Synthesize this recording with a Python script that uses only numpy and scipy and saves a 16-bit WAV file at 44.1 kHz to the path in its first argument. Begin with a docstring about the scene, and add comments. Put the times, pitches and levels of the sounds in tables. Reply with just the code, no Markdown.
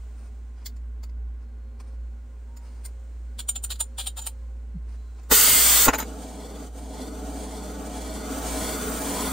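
"""In a workshop a motor hums while a gas torch is lit over a workbench, heard close by a microphone pair.
Gas leaks from the tip as filtered noise with thin whistles; a flint striker rasps as clicks ringing in metal.
The gas catches with a pop and burns lifted off the tip, as loud hissing noise, then snaps back onto it.
The striker clatters onto the bench; the flame, noise in bands from roar to sizzle, grows as the valves are opened."""
import sys
import numpy as np
from scipy import signal
from scipy.fft import rfft, irfft, next_fast_len
from scipy.io import wavfile
from scipy.ndimage import map_coordinates

SR = 44100
rng = np.random.default_rng(int(sys.argv[2]) if len(sys.argv) > 2 else 0)


def put_to_file(sound):
    """Save the sound as 16-bit audio at rate SR, in the file named by the first command-line argument."""
    columns = np.atleast_2d(sound).T  # one column per channel
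    safe = np.clip(columns, -1, 1)
    whole_steps = np.round(safe * 32767)
    wavfile.write(sys.argv[1], SR, whole_steps.astype(np.int16))


N = 411012
TIME = np.arange(N) / SR
SEATED_S = 5.89   # the flame sits on the tip from here on

# Coil spring of the striker. Each row: pitch in Hz, width in Hz, relative level in dB.
SPRING_MODES = [(8330, 170, -5), (8700, 120, 6.5), (8990, 140, 7), (9600, 430, -12.5), (12340, 500, -8),
                (14300, 790, -11)]
# Bands and hollows that the nozzle gives to the hiss of the burning flame.
# Each row: frequency in Hz, relative gain in dB.
NOZZLE_BANDS = [(1450, 1.5), (1750, -5), (2020, 1.5), (2480, -5.5), (2850, 1), (3400, 1), (3880, -3.5),
                (4200, 0), (4580, 1.8), (5350, -4.5), (5750, 0.5), (6150, -1.5), (7170, 1), (7650, -2),
                (8400, 2.5), (9050, -3), (9450, 2.5), (10000, -2.5), (13000, 0.5), (14300, 3), (15500, 0.5)]


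def from_db(db):
    """Level in dB to amplitude."""
    return 10 ** (np.asarray(db) / 20)


def rms_one(x):
    """Scale to an rms of 1."""
    return x / np.sqrt(np.mean(x ** 2) + 1e-20)


def in_time(rows):
    """Each column of a curve at every sample."""
    s, *columns = np.transpose(rows)
    return [np.interp(TIME, s, c) for c in columns]


def at_bins(points):
    """A table over log frequency, read at every bin."""
    hz, value = np.transpose(points)
    bins_hz = np.fft.rfftfreq(next_fast_len(N), 1 / SR)
    return np.interp(np.log(bins_hz + 1), np.log(hz), value)


def weigh(x, gains):
    """Give each frequency its gain."""
    spectrum = rfft(x, next_fast_len(N))
    return irfft(spectrum * gains, next_fast_len(N))[..., :N]


def colour(x, points):
    """Shape by a spectrum; white noise keeps its power."""
    return weigh(x, rms_one(from_db(at_bins(points))))


def resonate(x, modes):
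    """Parallel resonances; white noise keeps its power."""
    out, power = 0, 0
    for hz, width, db in modes:
        r = np.exp(-np.pi * width / SR)
        zeros = np.array([1, 0, -1]) * (1 - r * r) / 2
        poles = [1, -2 * r * np.cos(2 * np.pi * hz / SR), r * r]
        out = out + from_db(db) * signal.lfilter(zeros, poles, x + 1e-18)
        power += from_db(db) ** 2 * (1 - r)
    return out / np.sqrt(power)


def white():
    """Unrelated noise for the sum and the difference of the two sides."""
    return rng.standard_normal((2, N))


def drift(rate):
    """Slow chance with rms 1, from two random knots per cycle of the rate in Hz."""
    knots = np.arange(0, TIME[-1] + 1, .5 / rate)
    heights = rng.standard_normal(N // 20)[:len(knots)]
    return rms_one(np.interp(TIME, knots, heights))


def grains(per_s, spread_db):
    """Random clicks of uneven size; rms 1."""
    struck = rng.random(N) < per_s / SR
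    size = from_db(spread_db * rng.uniform(-2, 2, N))
    return rms_one(struck * np.sign(white()) * size)


def swells(rows, rise_s, fall_s):
    """One envelope per level column: each event swells, holds for its length and dies."""
    out = np.zeros((len(rows[0]) - 2, N))
    for s, length, *levels in rows:
        near = slice(int((s - .1) * SR), int((s + .3) * SR))   # empty for an event before 0.1 s
        t = TIME[near] - s
        shape = np.exp(np.minimum(t, 0) / rise_s - np.maximum(t - length, 0) / fall_s)
        out[:, near] += from_db(levels)[:, None] * shape
    return out


def workshop(x, wet_db, near_t60, far_t60, far_db):
    """Dense echoes from the cluttered bench, then a faint tail; long waves pass the clutter by."""
    t = TIME[:SR // 5]
    turn = 2 * np.pi * 1.8 * TIME   # the echo pattern turns 1.8 times a second, as the hands move
    fading = from_db(-60 * t / near_t60) + from_db(far_db - 60 * t / far_t60)
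    clutter = signal.butter(2, 1100, "high", fs=SR, output="sos")
    wet = 0
    for share in (np.cos(turn), np.sin(turn)):
        echoes = signal.sosfilt(clutter, rng.standard_normal((2, len(t))) * fading)
        echoes /= np.linalg.norm(echoes, axis=1, keepdims=True)
        wet = wet + signal.oaconvolve(x * share, echoes, axes=1)[:, :N]
    return (x + from_db(wet_db) * wet) / np.hypot(1, from_db(wet_db))


def motor():
    """A deep, almost pure hum that beats slowly and wanders a little in level."""
    hum_hz, hum_db, wander_db = 58.35, -36.5, 1.5
    beat_hz, beat_crest_s, beat_db = 2.48, .037, 1   # beat_db swings to either side
    # The hum sinks for a while: middle in seconds, half length in seconds, depth in dB.
    hum_sink = (6.33, 0.62, 3.3)
    middle_s, half_s, depth_db = hum_sink
    beat = np.cos(2 * np.pi * beat_hz * (TIME - beat_crest_s))
    sink_db = depth_db * np.exp(-((TIME - middle_s) / half_s) ** 2)
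    level_db = hum_db + beat_db * beat - sink_db + wander_db * drift(rate=2.0)
    return from_db(level_db) * np.sqrt(2) * np.sin(2 * np.pi * hum_hz * TIME)


def workshop_air():
    """Broad noise of the room air, and noise in narrow resonances that drones at a few pitches."""
    # Room air. Each row: frequency in Hz, relative density in dB per Hz.
    air_colour = [(25, -5.5), (50, -2), (90, 4), (140, -12), (200, -15), (300, -10), (480, -16.5),
                  (700, -19.5), (1400, -26.5), (2500, -36.5), (5000, -52), (16000, -47.5)]
    # Drone of the workshop. Each row: pitch in Hz, width in Hz, relative level in dB.
    drone_modes = [(234.5, 15, 0), (414.7, 15.7, -9.5), (775, 16, -18), (1044, 20, -17.5),
                   (1442, 33, -19.5), (1583, 26, -25.5), (1970, 81, -30)]
    air = from_db(-56.5) * colour(white(), air_colour)
    drone = from_db(-59.5) * resonate(white(), drone_modes)
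    return air + drone


def unlit_gas():
    """Escaping gas hisses faintly in the bore of the tip, with wavering whistles and one low whoop."""
    # Hiss before and after the striking. Each row: time in seconds, relative level in dB.
    leak_curve = [
        [(0.0, -66), (1.13, -78.5), (2.54, -71), (2.68, -68), (3.3, -69.5)],
        [(4.4, -69.5), (4.808, -75), (4.91, -68.5), (5.05, -68.5), (5.27, -66)],
    ]
    # Each row: frequency in Hz, relative density in dB per Hz.
    leak_colour = [(500, 10), (2500, 1), (4200, -4.5), (5500, -2.5), (7000, -2.5), (8300, -3), (10500, -16),
                   (13000, -16), (15000, -6), (16000, -12.5)]
    # The bore sings faintly. Each row: pitch in Hz, width in Hz, relative level in dB.
    bore_modes = [(4180, 170, -1.5), (7030, 356, -1), (8230, 200, 1.5)]
    # Gas and valves whistle thinly. Each row: start and end in seconds, starting pitch in Hz,
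    # glide in octaves per second, level in dB, flicker in dB.
    whistles = [(1.42, 1.95, 531, 0, -69, 3), (1.9, 4.75, 533, 0, -65.5, 3),
                (2.47, 2.69, 925, .2, -62.5, .5), (2.63, 2.74, 950, .6, -71, 1),
                (.17, .36, 640, 1.6, -68, 2), (1.42, 2.2, 4230, 0, -84, 3), (3.2, 5.25, 4230, 0, -84, 3),
                (4.96, 5.19, 4030, 0, -73, 1), (5.0, 5.25, 4430, 0, -80, 2)]
    # Each row: middle and width in seconds, pitch at the middle in Hz, glide in octaves per second, level in dB.
    whoops = [(4.765, .016, 172, -14, -31)]
    leak_db, = in_time(np.vstack(leak_curve))
    hiss = colour(white(), leak_colour) + from_db(-9) * resonate(white(), bore_modes)
    out = from_db(leak_db + 3) * hiss * (TIME < SEATED_S)
    waver, flicker = drift(rate=15), drift(rate=4.5)
    for start, end, hz, glide, db, flicker_db in whistles:
        pitch = hz * 2 ** (glide * np.clip(TIME - start, 0, end - start))
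        gate = np.clip(np.minimum(TIME - start, end - TIME) / 0.014, 0, 1)
        phase = 2 * np.pi * np.cumsum(pitch * (1 + 0.00288 * waver)) / SR
        out[0] += from_db(db + flicker_db * flicker) * gate * np.sin(phase)
    for s, width, hz, glide, db in whoops:
        pitch = hz * 2 ** np.clip(glide * (TIME - s), -1, 1)
        swell = np.exp(-((TIME - s) / width) ** 2)
        out[0] += from_db(db) * swell * np.sin(2 * np.pi * np.cumsum(pitch) / SR)
    return out


def arm_squeal(drive):
    """The wire arm rings on one wavering note while driven, then dies away."""
    arm_hz, waver, t60_s = 7120, 0.0064, 0.054
    keep = from_db(-60 / (t60_s * SR)) ** 2
    level = np.sqrt(signal.lfilter([1 - keep], [1, -keep], drive ** 2 + 1e-18))
    phase = 2 * np.pi * np.cumsum(arm_hz * (1 + waver * drift(rate=120))) / SR
    return np.sqrt(2) * level * np.array([np.sin(phase), np.cos(phase)])


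def handling():
    """Gloves rub, and the striker's wire ticks against the brass torch: brass, spring and arm ring."""
    # Wire and brass touch in the hands. Each row: start and length in seconds,
    # then relative levels in dB of tap, brass ring, spring ring, arm ring.
    ticks = [(0.661, 0.0078, -65, -35, -53, -49), (0.766, 0.0055, -59, -74, -74, -63),
             (1.035, 0.0075, -52.5, -53.5, -64, -56), (1.097, .001, -55, -73, -81, -85),
             (1.802, 0.008, -51, -76, -61, -70), (2.570, 0.0055, -55, -59, -60, -53),
             (2.853, 0.0085, -55, -45.5, -40.5, -51), (5.232, .01, -65, -68, -81, -64)]
    # Leather gloves shift their grip. Each row: start and length in seconds,
    # then relative levels in dB of rub, spring ring.
    rustles = [(.08, .03, -58.5, -80), (.18, 0.096, -62, -72), (.58, 0.01, -62, -83),
               (.618, 0.01, -59.5, -88), (1.41, 0.03, -67, -88), (1.8, 0.15, -67, -84),
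               (1.878, .004, -67, -79), (2.62, 0.27, -64, -75), (2.66, 0.013, -62, -82),
               (4.89, 0.068, -61.5, -77), (5.185, 0.012, -58, -84)]
    # Each row: frequency in Hz, relative density in dB per Hz.
    leather = [(200, -1.5), (600, 1.5), (1100, 1.5), (1500, -5), (2500, -7.5), (3500, -14.5), (5000, -8.5),
               (9000, -22), (16000, -42)]
    # Brass of the torch. Each row: pitch in Hz, width in Hz, relative level in dB.
    brass_modes = [(2100, 120, -1), (3600, 130, -1), (4640, 300, 3.5), (5400, 640, -3), (6860, 900, -1),
                   (8300, 770, -11), (12800, 760, -4), (14200, 700, 0), (15500, 600, -3)]
    tap, brass, wire, arm = swells(ticks, rise_s=0.0042, fall_s=0.0018)
    rub, slide = swells(rustles, rise_s=0.013, fall_s=0.011)
    friction = grains(per_s=11000, spread_db=4.5)
    rubbing = colour(friction * (tap + rub), leather)
    brass_ring = resonate(friction * brass, brass_modes)
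    spring_ring = resonate(friction * (wire + slide), SPRING_MODES)
    return rubbing + brass_ring + spring_ring + arm_squeal(arm)


def striker():
    """Flint chips at the file's teeth with each squeeze and snaps back; cup, arm and spring ring."""
    # The flint is dragged over the file and flung back. Each row: start and length in seconds,
    # then relative levels in dB of rasp, cup hollow, arm, spring.
    strokes = [(3.392, 0.013, -32.5, -60.5, -42, -41), (3.490, 0.0054, -32, -44.5, -26.5, -26),
               (3.559, 0.0046, -33, -53, -31.5, -41), (3.640, 0.0055, -39.5, -49.5, -34.5, -26.5),
               (3.705, 0.021, -32, -59.5, -38.5, -40), (3.757, 0.0039, -44, -69, -59, -58),
               (3.805, 0.0063, -28.5, -40.5, -25.5, -26.5), (3.983, .031, -33, -52, -42, -41.5),
               (4.02, 0.029, -51, -71, -58, -51), (4.067, 0.013, -32.5, -49, -39, -32.5),
               (4.172, 0.026, -37, -48.5, -40.5, -44), (4.218, 0.007, -47, -58, -38, -44),
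               (4.235, 0.034, -49, -66, -54, -62), (4.267, .009, -33, -42, -42, -30)]
    # The arm snaps against its stop. Each row: start and length in seconds, relative level in dB.
    stops = [(3.4925, 0.00045, -23.5), (3.648, .0003, -27), (3.8122, 0.0006, -25.5), (4.0735, .0003, -34),
             (4.2725, 0.00037, -25.5)]
    # Each row: frequency in Hz, relative density in dB per Hz.
    rasp_colour = [(200, -9), (500, -7), (800, -6), (1400, -2.5), (2200, -9.5), (2800, -2), (3300, 2),
                   (4100, 3.5), (5000, -4.5), (6200, -8), (7600, -0.5), (9300, -6.5), (11000, 2.5),
                   (14000, -12), (16000, -3)]
    # Steel wall of the cup. Each row: pitch in Hz, width in Hz, relative level in dB.
    cup_modes = [(3150, 120, 2.5), (3460, 110, 1), (3810, 130, -3.5), (3970, 130, -6), (4560, 180, -8)]
    # Hollow of the cup. Each row: pitch in Hz, width in Hz, relative level in dB.
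    hollow_modes = [(590, 70, -11), (790, 59, 2), (892, 38, 3.5), (1300, 180, -11)]
    rasp, hollow, arm, spring = swells(strokes, rise_s=0.0042, fall_s=0.0033)
    stop, = swells(stops, rise_s=.0003, fall_s=0.00046)
    teeth = grains(per_s=3600, spread_db=2.5) * from_db(0.74 * drift(rate=120))
    snap = stop * white()
    scraping = teeth * rasp
    cup = 0
    for hz, width, db in cup_modes:   # the flint's place favours now one mode, now another
        favour = from_db(db + 4.7 * drift(rate=7))
        cup = cup + resonate(scraping * favour, [(hz, width, 0)])
    scrape = from_db(-2.5) * colour(scraping + snap, rasp_colour) + from_db(-18.0) * cup
    hollow_ring = resonate(teeth * hollow, hollow_modes)
    spring_ring = resonate(teeth * spring + snap, SPRING_MODES)
    return scrape + hollow_ring + spring_ring + arm_squeal(arm)


def pops():
    """A pocket of gas burns at once, with a boom and a crack; gusts of air at the microphone give softer, deeper puffs."""
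    # The flame catches, and later seats itself on the tip.
    # Each row: start and length in seconds, relative levels in dB of boom, crack.
    pockets = [(5.316, 0.0075, -21, -19.5), (5.865, 0.011, -23, -34), (5.884, 0.005, -22, -14)]
    # Each row: pitch in Hz, width in Hz, relative level in dB.
    boom_modes = [(270, 70, 0), (442, 110, -1)]
    # Each row: frequency in Hz, relative density in dB per Hz.
    crack_colour = [(50, 9.5), (150, -10), (300, 0), (600, 1.5), (850, 4), (1500, -1), (2800, -9),
                    (4200, -24), (16000, -38.5)]
    # Gusts of air at the microphone. Each row: start and length in seconds, relative level in dB.
    puffs = [(5.51, 0.029, -34.5), (8.61, .015, -41), (9.13, .015, -42)]
    # Each row: frequency in Hz, relative density in dB per Hz.
    puff_colour = [(30, -12), (80, 0), (170, -8), (400, -19), (2000, -70)]
    boom, crack = swells(pockets, rise_s=0.0049, fall_s=0.0077)
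    puff, = swells(puffs, rise_s=0.0096, fall_s=0.014)
    bangs = resonate(boom * white(), boom_modes) + colour(crack * white(), crack_colour)
    return bangs + colour(puff * white(), puff_colour)


def lifted_flame():
    """The flame stands off the tip and tears in the jet: it swells, sags as it burns and collapses."""
    lit_s, collapse_s, rise_s, fall_s = 5.316, 5.86, 0.0047, 0.0089
    # Each row: frequency in Hz, relative density in dB per Hz.
    lifted_colour = [(50, -10), (130, -12.5), (200, -11), (285, -1), (355, -17), (430, -2), (530, -9),
                     (620, -6.5), (725, -6), (830, -9), (1300, -2), (2500, -2), (3200, -1.8), (4500, -1.5),
                     (5500, -4), (7100, 2), (8400, 4.5), (9500, 2), (14300, 1.5), (16000, 3.5)]
    # The middle of the hiss flares unevenly. Each row: pitch in Hz, width in Hz, relative level in dB.
    flare_modes = [(2060, 500, -1.5), (3570, 700, 0.5), (4900, 700, 0)]
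    burning = np.exp(np.minimum(TIME - lit_s, 0) / rise_s - np.maximum(TIME - collapse_s, 0) / fall_s)
    lifted_db = -12.5 - 4.5 * np.maximum(TIME - lit_s, 0)   # sags by 4.5 dB per second
    tearing = from_db(lifted_db + 0.11 * drift(rate=230)) * burning * white()
    flaring = from_db(lifted_db - 15 + 2.9 * drift(rate=14)) * burning * white()
    return colour(colour(tearing, lifted_colour) + resonate(flaring, flare_modes), NOZZLE_BANDS)


def bench_echo(x):
    """The bench throws the flame's sound back; the delay shifts as the hand sways."""
    lag_s = .00488 + .00005 * drift(rate=.7)
    echo = np.array([map_coordinates(side, [(TIME - lag_s) * SR], order=3) for side in x])
    echo_gain = from_db(-13.5)
    return (x + echo_gain * echo) / np.hypot(1, echo_gain)


def dropped_striker():
    """Each bounce thuds in the bench, knocks on its top and makes the wire clink and tick."""
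    contact_s = 0.0041   # length of every bounce
    # The striker lands on the bench. Each row: start in seconds,
    # then relative levels in dB of thud, knock, wire ring, steel tick.
    bounces = [(5.8825, -16.5, -20.5, -26.5, -32), (5.9356, -33, -20.5, -46, -48),
               (5.9465, -29, -35, -31, -36), (5.957, -29, -47, -52, -56), (5.9874, -42, -29, -44, -28),
               (6.001, -31, -31.5, -32, -36), (6.012, -40, -39, -46, -43), (6.026, -36, -35, -43, -47)]
    # Body of the bench. Each row: pitch in Hz, width in Hz, relative level in dB.
    bench_modes = [(275, 67, 2), (443, 55, 1), (610, 54, -1.5), (877, 47, 3)]
    # Wooden top. Each row: frequency in Hz, relative density in dB per Hz.
    top_colour = [(100, -17), (400, 5.5), (900, 3), (1500, 3), (2900, -6), (4400, -17), (9000, -16),
                  (16000, -29)]
    # Loose wire frame. Each row: pitch in Hz, width in Hz, relative level in dB.
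    wire_modes = [(3540, 75, -7), (3932, 90, -1), (5170, 300, -10), (6450, 200, -5), (6880, 110, 7.5),
                  (8800, 170, -7)]
    # Steel touches steel. Each row: frequency in Hz, relative density in dB per Hz.
    steel_colour = [(1000, -20), (3500, -11), (6000, -5), (9000, -4), (12500, 7), (14200, 11), (16000, -4),
                    (20000, -20)]
    held = [(s, contact_s, *levels) for s, *levels in bounces]
    _, knock, ring, tick = swells(held, rise_s=0.0039, fall_s=0.0048)
    blows = np.zeros((2, N))
    for s, thud_db, *_ in bounces:
        blows[0, int(s * SR)] = from_db(thud_db) * np.sqrt(2 * contact_s * SR)
    rattle = grains(per_s=1700, spread_db=-1)
    wood = resonate(blows, bench_modes) + colour(white() * knock, top_colour)
    return wood + resonate(rattle * ring, wire_modes) + colour(rattle * tick, steel_colour)


def seated_flame():
    """Large eddies roar with the fuel; rush, jet hiss and sizzle grow with oxygen, the finest eddies fastest."""
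    # The two valves. Each row: time in seconds, fuel level in dB, oxygen level in dB.
    valves = [(6.08, -39, -49.5), (6.63, -38.5, -49), (6.72, -49, -60), (6.76, -43, -51.5),
              (6.9, -39.5, -52.5), (6.99, -35.5, -46), (7.07, -37, -48.5), (8.2, -35, -43),
              (8.32, -32.5, -40), (8.5, -31, -38), (8.64, -30.5, -36), (8.78, -32.5, -36.5),
              (8.9, -31.5, -36.5), (9.1, -31.5, -36.5), (9.3, -30.5, -35)]
    # Roar as bench and walls colour it. Each row: pitch in Hz, width in Hz, relative level in dB.
    roar_modes = [(210, 29, -10), (285, 46, 4.5), (429.6, 41, 0), (498, 49, -2.5), (626, 38, -0.5),
                  (720.6, 26, 2.5), (858, 21, -1.5)]
    # Smaller eddies. Each row: frequency in Hz, relative density in dB per Hz.
    rush_colour = [(40, 1), (80, 13.5), (130, -28), (350, 5), (750, 3), (940, -11), (1100, 1), (1400, -2),
                   (1700, -6), (2200, -7), (2800, -25), (6000, -40)]
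    # Each row: pitch in Hz, width in Hz, relative level in dB.
    rush_modes = [(1022, 46, 1), (1145, 60, 0.5), (1298, 67, 2.5), (1434, 40, -1.5), (1924, 54, -8.5),
                  (2060, 40, -9), (2280, 40, -3.5)]
    # Each row: frequency in Hz, relative density in dB per Hz.
    jet_colour = [(800, -20), (1800, -4), (2600, -6), (3400, 1), (4500, 0), (5400, -2), (7000, 0),
                  (8400, 1), (9500, -1), (12500, -5), (14300, -13), (16000, -13)]
    # The finest eddies, which need a fast jet. Each row: frequency in Hz, relative density in dB per Hz.
    sizzle_colour = [(2000, -54), (6000, -2.5), (9500, 6.5), (14300, -0.5), (16000, 1)]
    # The torch is swung upright and a fuller rush comes in: start and end in seconds, level in dB.
    upright = (8.95, 9.2, -40)
    # Each row: pitch in Hz, width in Hz, relative level in dB.
    swing_modes = [(414, 61, 4), (720, 51, -3), (865, 53, 5), (980, 55, 6), (1150, 150, -4),
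                   (2500, 340, -23)]
    fuel_db, oxygen_db = in_time(valves)
    fuel_flow_db, flow_db = fuel_db + 32, oxygen_db + 37   # 0 dB with both valves open
    seated = np.clip((TIME - SEATED_S) / 0.014, 0, 1)
    flutter = drift(rate=26)

    rumble = colour(white(), [(60, -6.5), (200, 3.5), (800, -4.5), (2000, -34)])
    roar = from_db(-46 + fuel_flow_db + 0.54 * flutter) * resonate(rumble, roar_modes)
    eddies = from_db(-2.0) * colour(white(), rush_colour) + from_db(-4.0) * resonate(white(), rush_modes)
    rush = from_db(-38 + 1.19 * flow_db + 0.55 * flutter) * eddies
    jet = from_db(-37.5 + 0.97 * flow_db + 1.57 * flutter) * white()
    sizzle = from_db(-39 + 2.7 * flow_db) * colour(white(), sizzle_colour)
    start, end, swing_db = upright
    raised = np.clip((TIME - start) / (end - start), 0, 1)
    swing = from_db(swing_db + flutter) * raised * resonate(white(), swing_modes)
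    hiss = colour(colour(jet, jet_colour) + sizzle, NOZZLE_BANDS)
    return seated * (roar + rush + swing + hiss)


def scene():
    """Striker, handling and flame echo in the workshop; gas, air and hum are added dry."""
    # Microphone pair, for the sum of its sides. Each row: frequency in Hz, gain in dB.
    sum_response = [(9700, 0), (10400, -5), (10900, -42), (11750, -42), (12200, -6), (13300, 0)]
    # The same for the difference of its sides. Each row: frequency in Hz, gain in dB.
    difference_response = [(100, -18), (300, -14), (900, -9), (1500, -1), (1900, -12), (4400, -15),
                           (5300, -1), (6000, -6), (7400, 2), (8500, -18), (9600, 0), (12800, -3),
                           (13800, -20), (15000, -16), (15600, -3)]
    lighting = handling() + striker() + pops() + bench_echo(lifted_flame()) + dropped_striker()
    lighting = workshop(lighting, wet_db=-3.5, near_t60=0.072, far_t60=0.17, far_db=-24)
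    flame = workshop(bench_echo(seated_flame()), wet_db=-3.5, near_t60=0.067, far_t60=0.12, far_db=-26.5)
    mid, side = lighting + flame + unlit_gas()
    air = workshop_air()
    mid = weigh(mid, from_db(at_bins(sum_response))) + air[0]
    side = weigh(side + air[1], from_db(at_bins(difference_response)))
    return mid + side * np.array([[1], [-1]]) + motor() * from_db([[-.5], [.5]])


def record(dry):
    """The top is cut steeply above 15.7 kHz."""
    return signal.sosfiltfilt(signal.ellip(10, .05, 60, 15700, fs=SR, output="sos"), dry)


dry = scene()
out = record(dry)
put_to_file(out)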